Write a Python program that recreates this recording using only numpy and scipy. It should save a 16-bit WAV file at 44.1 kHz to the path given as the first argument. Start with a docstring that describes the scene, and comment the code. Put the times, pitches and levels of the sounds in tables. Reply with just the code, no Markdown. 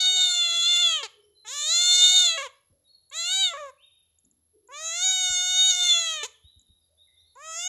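"""On a wooden deck outdoors, a kitten meows five times close by. Each meow glides in pitch, most rising then
falling, the first mostly falling, the last only rising; it rasps when pushed and mostly ends in a short break
to a lower register: harmonics of uneven vocal fold cycles, coloured by a throat resonance and a high ring,
plus hiss. Filtered noise bursts make paws on the boards and thin ticks. Far birds are gliding sine notes;
still air, a thin insect buzz and a low hum are steady shaped noise."""
import sys
import numpy as np
from scipy import signal
from scipy.fft import rfft
from scipy.io import wavfile
from scipy.ndimage import uniform_filter1d, map_coordinates

SR = 44100
rng = np.random.default_rng(int(sys.argv[2]) if len(sys.argv) > 2 else 0)


def to_wav(s):
    """Save 16-bit WAV."""
    ch = np.atleast_2d(s).T  # columns
    pcm = np.round(np.clip(ch, -1, 1) * 32767)  # PCM
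    wavfile.write(sys.argv[1], SR, pcm.astype(np.int16))


N = 338688
TIME = np.arange(N) / SR
TOP_HZ = 15700  # top of the audible band here
MIDDLE_HZ = 720  # the kitten's middle pitch

# The five meows. Each row: start and end in seconds, chest level and ring level in dB at middle pitch,
# ring attack and ring release in seconds, throat resonance at middle pitch, ring and top edge in Hz.
MEOWS = [(0, 1.041, -37, -31.5, .002, .04, 3625, 6915, 13000),
         (1.446, 2.379, -35.5, -25, 0.014, 0.086, 3870, 6876, 15500),
         (3.111, 3.539, -39.5, -31.5, 0.016, 0.062, 3705, 7070, 15500),
         (4.685, 6.237, -37, -28.5, 0.066, 0.086, 3690, 6736, 13000),
         (7.354, 7.7, -41.5, -30.5, 0.11, 0.037, 3550, 6850, 14500)]
# Pitch glide of each meow, one list per meow. Each row: scene time in seconds, pitch in Hz.
PITCH_GLIDES = [
    [(0.0, 733), (0.014, 741.6), (0.212, 736), (0.498, 681), (0.62, 682.6), (0.694, 704), (0.778, 698),
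     (0.798, 709), (0.858, 686.6), (0.964, 628), (1.025, 539)],
    [(1.458, 427), (1.468, 423), (1.498, 493), (1.54, 574), (1.648, 600), (1.74, 688), (1.864, 717.3),
     (1.908, 713.6), (2.154, 734), (2.226, 722.6), (2.312, 660.3), (2.365, 650.6)],
    [(3.118, 535), (3.152, 633), (3.17, 654), (3.196, 674), (3.242, 684), (3.332, 755), (3.408, 778.5),
     (3.46, 738.5), (3.528, 662)],
    [(4.69, 491), (4.702, 491), (4.724, 558), (4.754, 586), (4.826, 644), (4.916, 660.3), (5.03, 736.5),
     (5.044, 754), (5.074, 757), (5.368, 723.7), (5.702, 747.8), (5.714, 728.6), (5.852, 712.3),
     (6.006, 673.3), (6.134, 635.6), (6.225, 586.5)],
    [(7.366, 482), (7.376, 535), (7.392, 553), (7.43, 616), (7.466, 641.3), (7.552, 655), (7.68, 745)],
]
# Throat resonance as the mouth opens and shuts, one list per meow.
# Each row: scene time in seconds, level in dB.
MOUTH_OPENINGS = [
    [(0.0, -20), (0.464, -24.5), (0.476, -26.5), (0.624, -25.5), (0.666, -19.5), (0.874, -21), (0.938, -25),
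     (1.025, -43.5)],
    [(1.458, -58), (1.472, -46.5), (1.532, -35.5), (1.54, -39), (1.662, -31), (1.724, -23), (2.158, -17),
     (2.28, -21), (2.365, -35)],
    [(3.118, -58), (3.126, -46.5), (3.194, -30), (3.306, -27), (3.316, -22), (3.446, -21.5), (3.486, -29.5),
     (3.528, -51)],
    [(4.69, -97), (4.744, -47), (5.01, -34), (5.03, -26), (5.228, -29), (5.24, -26), (5.462, -28),
     (5.604, -20), (5.702, -19.5), (5.732, -30), (5.898, -19.5), (6.04, -30.5), (6.074, -27.5),
     (6.225, -38)],
    [(7.366, -90), (7.454, -51.5), (7.586, -50), (7.596, -42), (7.68, -37)],
]
# The voice breaks downward as a meow ends: the pitch sags, in most breaks jumps back up, then sinks;
# the first only sinks. Each row: start and length in seconds, pitch in Hz, time until the turn in seconds,
# turn pitch and end pitch in Hz, starting levels of chest, throat and ring in dB, throat resonance in Hz.
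BREAKS = [(1.028, 0.05, 468.5, 0.021, 407, 380, -35, -32.5, -41, 3920),
          (2.374, 0.11, 567, .047, 601.6, 444, -30.5, -33.5, -40.5, 3100),
          (3.533, .182, 586.5, .036, 623, 507, -35.5, -57.5, -54, 3470),
          (6.229, 0.045, 453.5, 0.014, 523, 483, -34.5, -33, -31.5, 3500)]


def kitten():
    """Gliding calls, then their rougher low endings with broader resonances."""
    clear = dict(jitter=.0032, flutter_db=2.4, hiss_db=2)
    open_mouth = dict(throat_width_hz=520, ring_width_hz=1250,
                      fundamental_db=-3.5, fundamental_db_per_octave=11.5)
    rough = dict(jitter=.009, flutter_db=2.6, hiss_db=8)
    closing_mouth = dict(throat_width_hz=2300, ring_width_hz=1700,
                         fundamental_db=-3.5, fundamental_db_per_octave=1)
    meows = zip(MEOWS, PITCH_GLIDES, MOUTH_OPENINGS)
    calls = sum(meow(call(*one), **clear, **open_mouth) for one in meows)
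    endings = sum(meow(voice_break(row), **rough, **closing_mouth) for row in BREAKS)
    return calls + endings


CHEST_DB_PER_OCTAVE, RING_DB_PER_OCTAVE = 16.5, 15.5  # pushing harder raises pitch and level together
THROAT_HZ_PER_OCTAVE = 700  # and opens the mouth wider
THROAT_SAG_HZ = -350  # the jaw relaxes from start to end of a meow
CHEST_SWELL_DB = 3.5  # the low harmonics grow from start to end of a meow
CHEST_OPENING_DB, CHEST_ATTACK_S = -4, .012
RING_OPENING_DB, RING_CLOSING_DB = -29, -14  # the ring while the mouth is still, or again, nearly shut
RING_PER_THROAT = 0.2  # share of the throat's level changes that the ring follows


def call(row, glide, mouth):
    """Controls of one meow: chest and throat tuning follow pitch, the ring follows pitch and mouth."""
    start, end, chest_db, ring_db, attack_s, release_s, throat_hz, ring_hz, top_hz = row
    t = TIME[(TIME >= start) & (TIME < end)]
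    pitch = np.interp(t, *np.transpose(glide))
    effort = np.log2(pitch / MIDDLE_HZ)  # octaves
    progress = (t - start) / (end - start) - .5
    throat = np.interp(t, *np.transpose(mouth))

    chest = chest_db + CHEST_DB_PER_OCTAVE * effort + CHEST_SWELL_DB * progress
    chest += CHEST_OPENING_DB * np.exp((start - t) / CHEST_ATTACK_S)

    ring = ring_db + RING_DB_PER_OCTAVE * effort
    ring += RING_PER_THROAT * (throat - np.median(throat))
    ring += RING_OPENING_DB * np.exp((start - t) / attack_s)
    ring += RING_CLOSING_DB * np.exp((t - end) / release_s)

    centre_hz = throat_hz + THROAT_HZ_PER_OCTAVE * effort + THROAT_SAG_HZ * progress
    return t, pitch, chest, throat, ring, centre_hz, ring_hz, top_hz, *rasp_at(t)


# Bouts of rasp. Each row: start and length in seconds, added share of cycles that slap shut hard (0-1),
# extra hiss in dB.
RASP_BOUTS = [(0, .06, .2, 1), (.165, .155, .28, 3), (.345, .03, .25, 2), (.5, .25, .17, 2),
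              (.758, .02, .5, 6), (.78, .21, .1, 2), (1.46, .07, .1, 5), (1.53, .11, .5, 1),
              (1.79, .07, .14, 1), (1.91, .36, .3, 0), (3.26, .24, .03, 3), (5.7, .21, .17, 3),
              (5.95, .28, .03, 4)]
CALM_RASP, RASP_SLEW_S = .006, .02  # share of hard closures in a calm voice; edge of a bout


def rasp_at(t):
    """Share of hard closures and extra hiss in dB: a calm voice, with bouts of rasp."""
    rasp, hoarse_db = np.full(len(t), CALM_RASP), np.zeros(len(t))
    for start, length, often, db in RASP_BOUTS:
        inside_s = np.minimum(t - start, start + length - t)
        bout = np.clip(.5 + inside_s / RASP_SLEW_S, 0, 1)
        rasp = rasp + often * bout
        hoarse_db = hoarse_db + db * bout
    return rasp, hoarse_db


BREAK_SAG, TURN_S, BREAK_RELEASE_S = .93, 0.011, .014  # pitch ratio before the turn; its length; final fade
# fades over the length of a break
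BREAK_CHEST_FADE_DB, BREAK_THROAT_FADE_DB, BREAK_RING_FADE_DB = -9.5, -13, -8
BREAK_RING_HZ, BREAK_TOP_HZ, BREAK_RASP = 6850, 13000, .12


def voice_break(row):
    """Controls of a low ending: pitch sags, mostly jumps back up, then sinks while the resonances fade."""
    start, length, hz, turn_s, turn_hz, end_hz, chest_db, throat_db, ring_db, throat_hz = row
    t = TIME[(TIME >= start) & (TIME < start + length)]
    age = t - start
    corners_s = [0, turn_s, turn_s + TURN_S, length]
    pitch = np.interp(age, corners_s, [hz, hz * BREAK_SAG, turn_hz, end_hz])
    release_db = -20 * np.clip(1 - (length - age) / BREAK_RELEASE_S, 0, 1)
    fades = ((chest_db, BREAK_CHEST_FADE_DB),
             (throat_db, BREAK_THROAT_FADE_DB),
             (ring_db, BREAK_RING_FADE_DB))
    levels = [db + fade_db * age / length + release_db for db, fade_db in fades]
    return t, pitch, *levels, throat_hz, BREAK_RING_HZ, BREAK_TOP_HZ, np.full(len(t), BREAK_RASP), 0


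# Broad colour of the voice around its two sharp resonances: chest below, edge above.
# Each row: frequency in Hz, relative level in dB.
CHEST_COLOUR = [(350, 5.5), (550, 1.5), (740, -5), (1100, 0), (1500, -2.5), (2200, 1), (2900, 2),
                (3600, -23), (5000, -24.5), (8000, -45.5)]
EDGE_COLOUR = [(3500, -50), (5000, -9), (5900, -13), (7800, -32.5), (8500, -29.5), (9400, -18.5),
               (10500, -31.5), (12000, -36.5), (13200, -31.5), (14200, -43), (15500, -49)]
RING_HZ = 6850  # the high ring's usual place; the edge colour shifts with it
TOP_DB_PER_HZ = -.012  # fall of the edge harmonics above the top edge
VOICE_FADE_S = .0044  # at both ends of a meow or break


def meow(controls, jitter, flutter_db, hiss_db, throat_width_hz, ring_width_hz,
         fundamental_db, fundamental_db_per_octave):
    """Vocal fold harmonics through a moving throat resonance and a high ring, with uneven closures and hiss."""
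    t, pitch, chest_db, throat_db, ring_db, throat_hz, ring_hz, top_hz, rasp, hoarse_db = controls
    span = (TIME >= t[0]) & (TIME <= t[-1])
    rasp = np.clip(rasp, 0, .5)
    pitch = pitch * (1 + jitter * (1 + 3 * rasp) * walk(t, 300) + .0023 * walk(t, 80))
    cycles = np.cumsum(pitch) / SR
    k = np.arange(1, 29)[:, None]  # harmonic numbers
    hz = k * pitch

    throat = resonance(hz, throat_hz, throat_width_hz)
    throat = throat * resonance(hz, throat_hz, 1600) * resonance(hz, throat_hz, 3000)
    ring = resonance(hz, ring_hz, ring_width_hz) ** 2 * resonance(hz, ring_hz, 2400) ** 2

    # a nearly shut mouth weakens the throat resonance and dulls the low harmonics too
    shut_db = np.minimum(throat_db - chest_db - 7.0, 0)
    dulling_db = .5 * shut_db * np.log2(np.maximum(hz / 1100, 1))
    root_db = fundamental_db + fundamental_db_per_octave * np.log2(pitch / MIDDLE_HZ)
    chest = colour(hz, CHEST_COLOUR) * undb(dulling_db + root_db * (k == 1))

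    # each harmonic wavers as the head moves above the reflecting boards
    waver = undb(flutter_db * np.array([walk(t, 22) for _ in k])) * (hz < TOP_HZ)
    phase = 2 * np.pi * k * cycles

    low_gains = np.hypot(share(chest) * undb(chest_db), share(throat) * undb(throat_db))
    low = np.sum(low_gains * waver * np.sin(phase + np.angle(throat)), axis=0)
    high = undb(ring_db) * np.sum(share(ring) * waver * np.sin(phase + np.angle(ring)), axis=0)
    treble = colour(hz * RING_HZ / ring_hz, EDGE_COLOUR) * undb(TOP_DB_PER_HZ * np.maximum(hz - top_hz, 0))
    edge = undb(ring_db) * np.sum(treble * waver * np.cos(phase + np.angle(ring)), axis=0)

    # hard closures strike the high ring much more than the throat
    force = closures(cycles, rasp, slap=3.2)
    voice = low + high * force + edge * np.sqrt(force)
    voice += .42 * band(low * (force - 1), 3950, 800)

    # turbulence passes once a cycle and grows with the rasp
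    air = rng.standard_normal(len(t)) * (1 - np.cos(2 * np.pi * cycles))
    air = air * force * undb(hiss_db) * np.sqrt(rasp + .025)
    voice += turbulence(air, chest_db, throat_db, ring_db, ring_hz, hoarse_db)

    out = np.zeros(N)
    out[span] = voice * np.clip(np.minimum(t - t[0], t[-1] - t) / VOICE_FADE_S, 0, 1)
    return out


def closures(cycles, rasp, slap):
    """Force of each cycle, rms near 1. No two hard closures adjoin, so heavy rasp tends to half the pitch."""
    cycle = cycles.astype(int)
    often = rasp[np.searchsorted(cycle, np.arange(cycle[-1] + 1))]
    hard = rng.random(len(often)) < often / (1 - often)
    for i in range(1, len(hard)):
        hard[i] &= not hard[i - 1]
    extra = slap * np.sqrt(often)
    force = 1 + hard * extra * rng.uniform(.75, 1.25, len(hard))
    force = force / np.sqrt(1 + often * extra * (2 + extra))
    return uniform_filter1d(force[cycle], size=14)  # rounds the steps between cycles


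# hiss in each part of the voice, added to that part's level
RING_HISS_DB, TREBLE_HISS_DB, THROAT_HISS_DB, CHEST_HISS_DB = -0.5, -18.5, -11.5, -18.5


def turbulence(air, chest_db, throat_db, ring_db, ring_hz, hoarse_db):
    """Pulsing breath noise, coloured by ring, treble, throat and chest bands that follow the voice levels."""
    ring = undb(RING_HISS_DB) * band(air, ring_hz, 950)
    treble = undb(TREBLE_HISS_DB) * band(air, 7500, 10000, order=7)
    throat = band(air, 5100, 800) * undb(throat_db + THROAT_HISS_DB)
    chest = band(air, 2200, 1900, order=3) * undb(chest_db + CHEST_HISS_DB + hoarse_db)
    return (ring + treble) * undb(ring_db + hoarse_db) + throat + chest


def resonance(hz, centre_hz, width_hz):
    """Complex response of one resonance."""
    return 1 / (1 + 1j * (hz / centre_hz - centre_hz / hz) * centre_hz / width_hz)


def share(gains):
    """Scale harmonic amplitudes so that together they have rms 1."""
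    return np.abs(gains) / np.sqrt(np.sum(np.abs(gains) ** 2, axis=0) / 2)


# Paws on the boards. Each row: time in seconds, deep thud and woody knock, both in dB before filter and gain.
PAW_STEPS = [(.2, -73, -60), (.48, -57.5, -62), (.6, -69.5, -58.5), (2.7, -51, -60.5), (4.24, -70, -54),
             (5.3, -44.5, -56.5), (5.5, -53, -58), (6.44, -52, -69.5), (6.56, -55, -63), (6.69, -53, -72)]


def paws():
    """Paws bump the boards: dying noise puffs through a deep band and a woody band."""
    thuds = bursts([(s, db) for s, db, _ in PAW_STEPS], decay_s=0.014)
    knocks = bursts([(s, db) for s, _, db in PAW_STEPS], decay_s=0.1)
    return undb(27.5) * band(thuds, 70, 49) + undb(7.5) * band(knocks, 240, 120)


# Thin high ticks. Each row: time in seconds, level in dB before filter and gain.
TICKS = [(3.0993, -39), (4.1861, -46), (4.249, -44), (4.3116, -49), (4.675, -45.5), (6.5944, -45.5),
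         (6.6149, -48.5), (7.3526, -47)]


def ticks():
    """Very short noise puffs through a narrow high band."""
    return undb(6) * band(bursts(TICKS, decay_s=0.0027), 7150, 850, order=3)


def bursts(rows, decay_s):
    """A short dying puff of noise for each event."""
    envelope = sum(undb(db) * (TIME >= s) * np.exp(-np.abs(TIME - s) / decay_s) for s, db in rows)
    return rng.standard_normal(N) * envelope


# The clearest far birds, then soft low hoots in the distance. Each row: start and length in seconds,
# start pitch and end pitch in Hz, peak level in dB before the far mix.
BIRD_WHISTLES = [(1.1, 0.082, 3080, 3060, -61.5), (1.345, 0.088, 4040, 4040, -55.5),
                 (2.84, 0.064, 3820, 3760, -61), (2.87, .12, 4435, 4260, -54.5),
                 (3.77, 0.083, 2320, 3516, -59), (3.82, 0.049, 3490, 3820, -51),
                 (6.33, 0.042, 3840, 2867, -56.5), (6.43, .088, 3620, 4000, -52.5),
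                 (6.66, 0.11, 3650, 3910, -61), (6.97, 0.089, 3486, 4030, -55.5),
                 (7.07, 0.026, 2180, 1940, -66.5), (7.16, 0.064, 3424, 4100, -54),
                 (7.25, 0.077, 4100, 4560, -65.5)]
BIRD_HOOTS = [(0, 0.19, 442.5, 419, -54.5), (.4, 0.21, 393.4, 415.5, -61), (1.05, 0.3, 452.5, 389.5, -61),
              (2.72, 0.039, 498, 607, -65.5), (4.53, 0.078, 436, 393.3, -57.5),
              (6.88, 0.074, 514, 670, -72)]


def far_birds():
    """Clear whistles, a faint random chorus and less steady low hoots."""
    high = whistles(BIRD_WHISTLES + chorus(count=16), waver=.016)
    return high + whistles(BIRD_HOOTS, waver=.06)


def whistles(rows, waver):
    """Near-sine notes that glide and swell."""
    out = np.zeros(N)
    for start, length, from_hz, to_hz, db in rows:
        span = (TIME >= start) & (TIME < start + length)
        u = (TIME[span] - start) / length
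        hz = (from_hz + (to_hz - from_hz) * u) * (1 + waver * walk(TIME[span], 120))
        out[span] += undb(db) * np.sin(np.pi * u) * np.sin(2 * np.pi * np.cumsum(hz) / SR)
    return out


CHORUS_HZ, CHORUS_OCTAVES, CHORUS_GLIDE = 3500, .8, .18  # centre; reach either way; largest glide as a share
CHORUS_NOTE_S, CHORUS_DB = .06, -74  # level before the far mix


def chorus(count):
    """Faint bird notes at random moments and pitches."""
    rows = []
    for when, height, glide in rng.uniform(-1, 1, (count, 3)):
        start = (when + 1) / 2 * (TIME[-1] - CHORUS_NOTE_S)
        hz = CHORUS_HZ * 2 ** (CHORUS_OCTAVES * height)
        rows.append((start, CHORUS_NOTE_S, hz, hz * (1 + CHORUS_GLIDE * glide), CHORUS_DB))
    return rows


# Colour of the outdoor air. Each row: frequency in Hz, relative level in dB per Hz.
AIR_COLOUR = [(25, -24.5), (50, -9.5), (80, -7), (130, -11.5), (250, -22.5), (500, -17), (1000, -26.5),
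              (2500, -32.5), (3800, -25), (5000, -26), (7000, -30), (10000, -34.5), (15000, -46.5)]


def outdoors():
    """Still air, a low hum and a steady insect buzz: one broad and two narrow bands of noise."""
    air = undb(-80 + 0.72 * walk(TIME, 2.3)) * noise(AIR_COLOUR)
    hum = undb(-79) * unit(band(rng.standard_normal(N), 80, 3.8))
    insects = undb(-73.5 + 0.45 * walk(TIME, 7.2)) * unit(band(rng.standard_normal(N), 11080, 220))
    return air + hum + insects


def echo(x, t60_s, treble_t60_s, delay_s):
    """Diffuse reflections that die sooner in the treble: decaying noise as an impulse response."""
    t = TIME[:SR]
    low, high = rng.standard_normal((2, SR))
    tail = band(low, 2400, 4200) * undb(-60 * t / t60_s)
    tail += band(high, 8500, 8000) * undb(-60 * t / treble_t60_s)
    tail *= t > delay_s
    return signal.fftconvolve(x, tail / np.sqrt(np.sum(tail ** 2)))[:N]


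def undb(db):
    """Amplitude of a level in dB."""
    return 10 ** (np.asarray(db) / 20)


def unit(x):
    """Scale to rms 1."""
    return x / np.sqrt(np.mean(x ** 2))


def colour(hz, points):
    """Gain of a (Hz, dB) spectrum at the given frequencies."""
    f, db = np.transpose(points)
    return undb(np.interp(np.log(hz + 1), np.log(f), db))


def noise(points):
    """Noise of rms 1 with a given spectrum."""
    hz = np.arange(N // 2 + 1) * SR / N
    return unit(np.fft.irfft(rfft(rng.standard_normal(N)) * colour(hz, points), N))


def band(x, hz, width_hz, order=2):
    """Band-pass around a centre."""
    edges = [max(hz - width_hz / 2, 10), hz + width_hz / 2]
    return signal.sosfilt(signal.butter(order, edges, "band", fs=SR, output="sos"), x)


def walk(t, rate):
    """Smooth chance with a spread near 1, from random knots at a rate per second."""
    knots = rng.standard_normal(int((t[-1] - t[0]) * rate) + 2)
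    return map_coordinates(knots, [(t - t[0]) * rate], order=2, mode="nearest")


def scene():
    """The near kitten and the distant garden, alike in both ears."""
    near = kitten() + ticks() + paws()
    far = far_birds()
    porch = undb(-21) * echo(near, t60_s=.42, treble_t60_s=.28, delay_s=.006)
    trees = undb(-6.0) * echo(far, t60_s=.8, treble_t60_s=0.067, delay_s=0.009)
    mono = near + porch + undb(-2) * far + trees + outdoors()
    return np.array([mono, mono])


def record(dry):
    """A steep low-pass cuts the top."""
    return signal.sosfilt(signal.ellip(8, .2, 70, TOP_HZ, fs=SR, output="sos"), dry)


dry = scene()
out = record(dry)
to_wav(out)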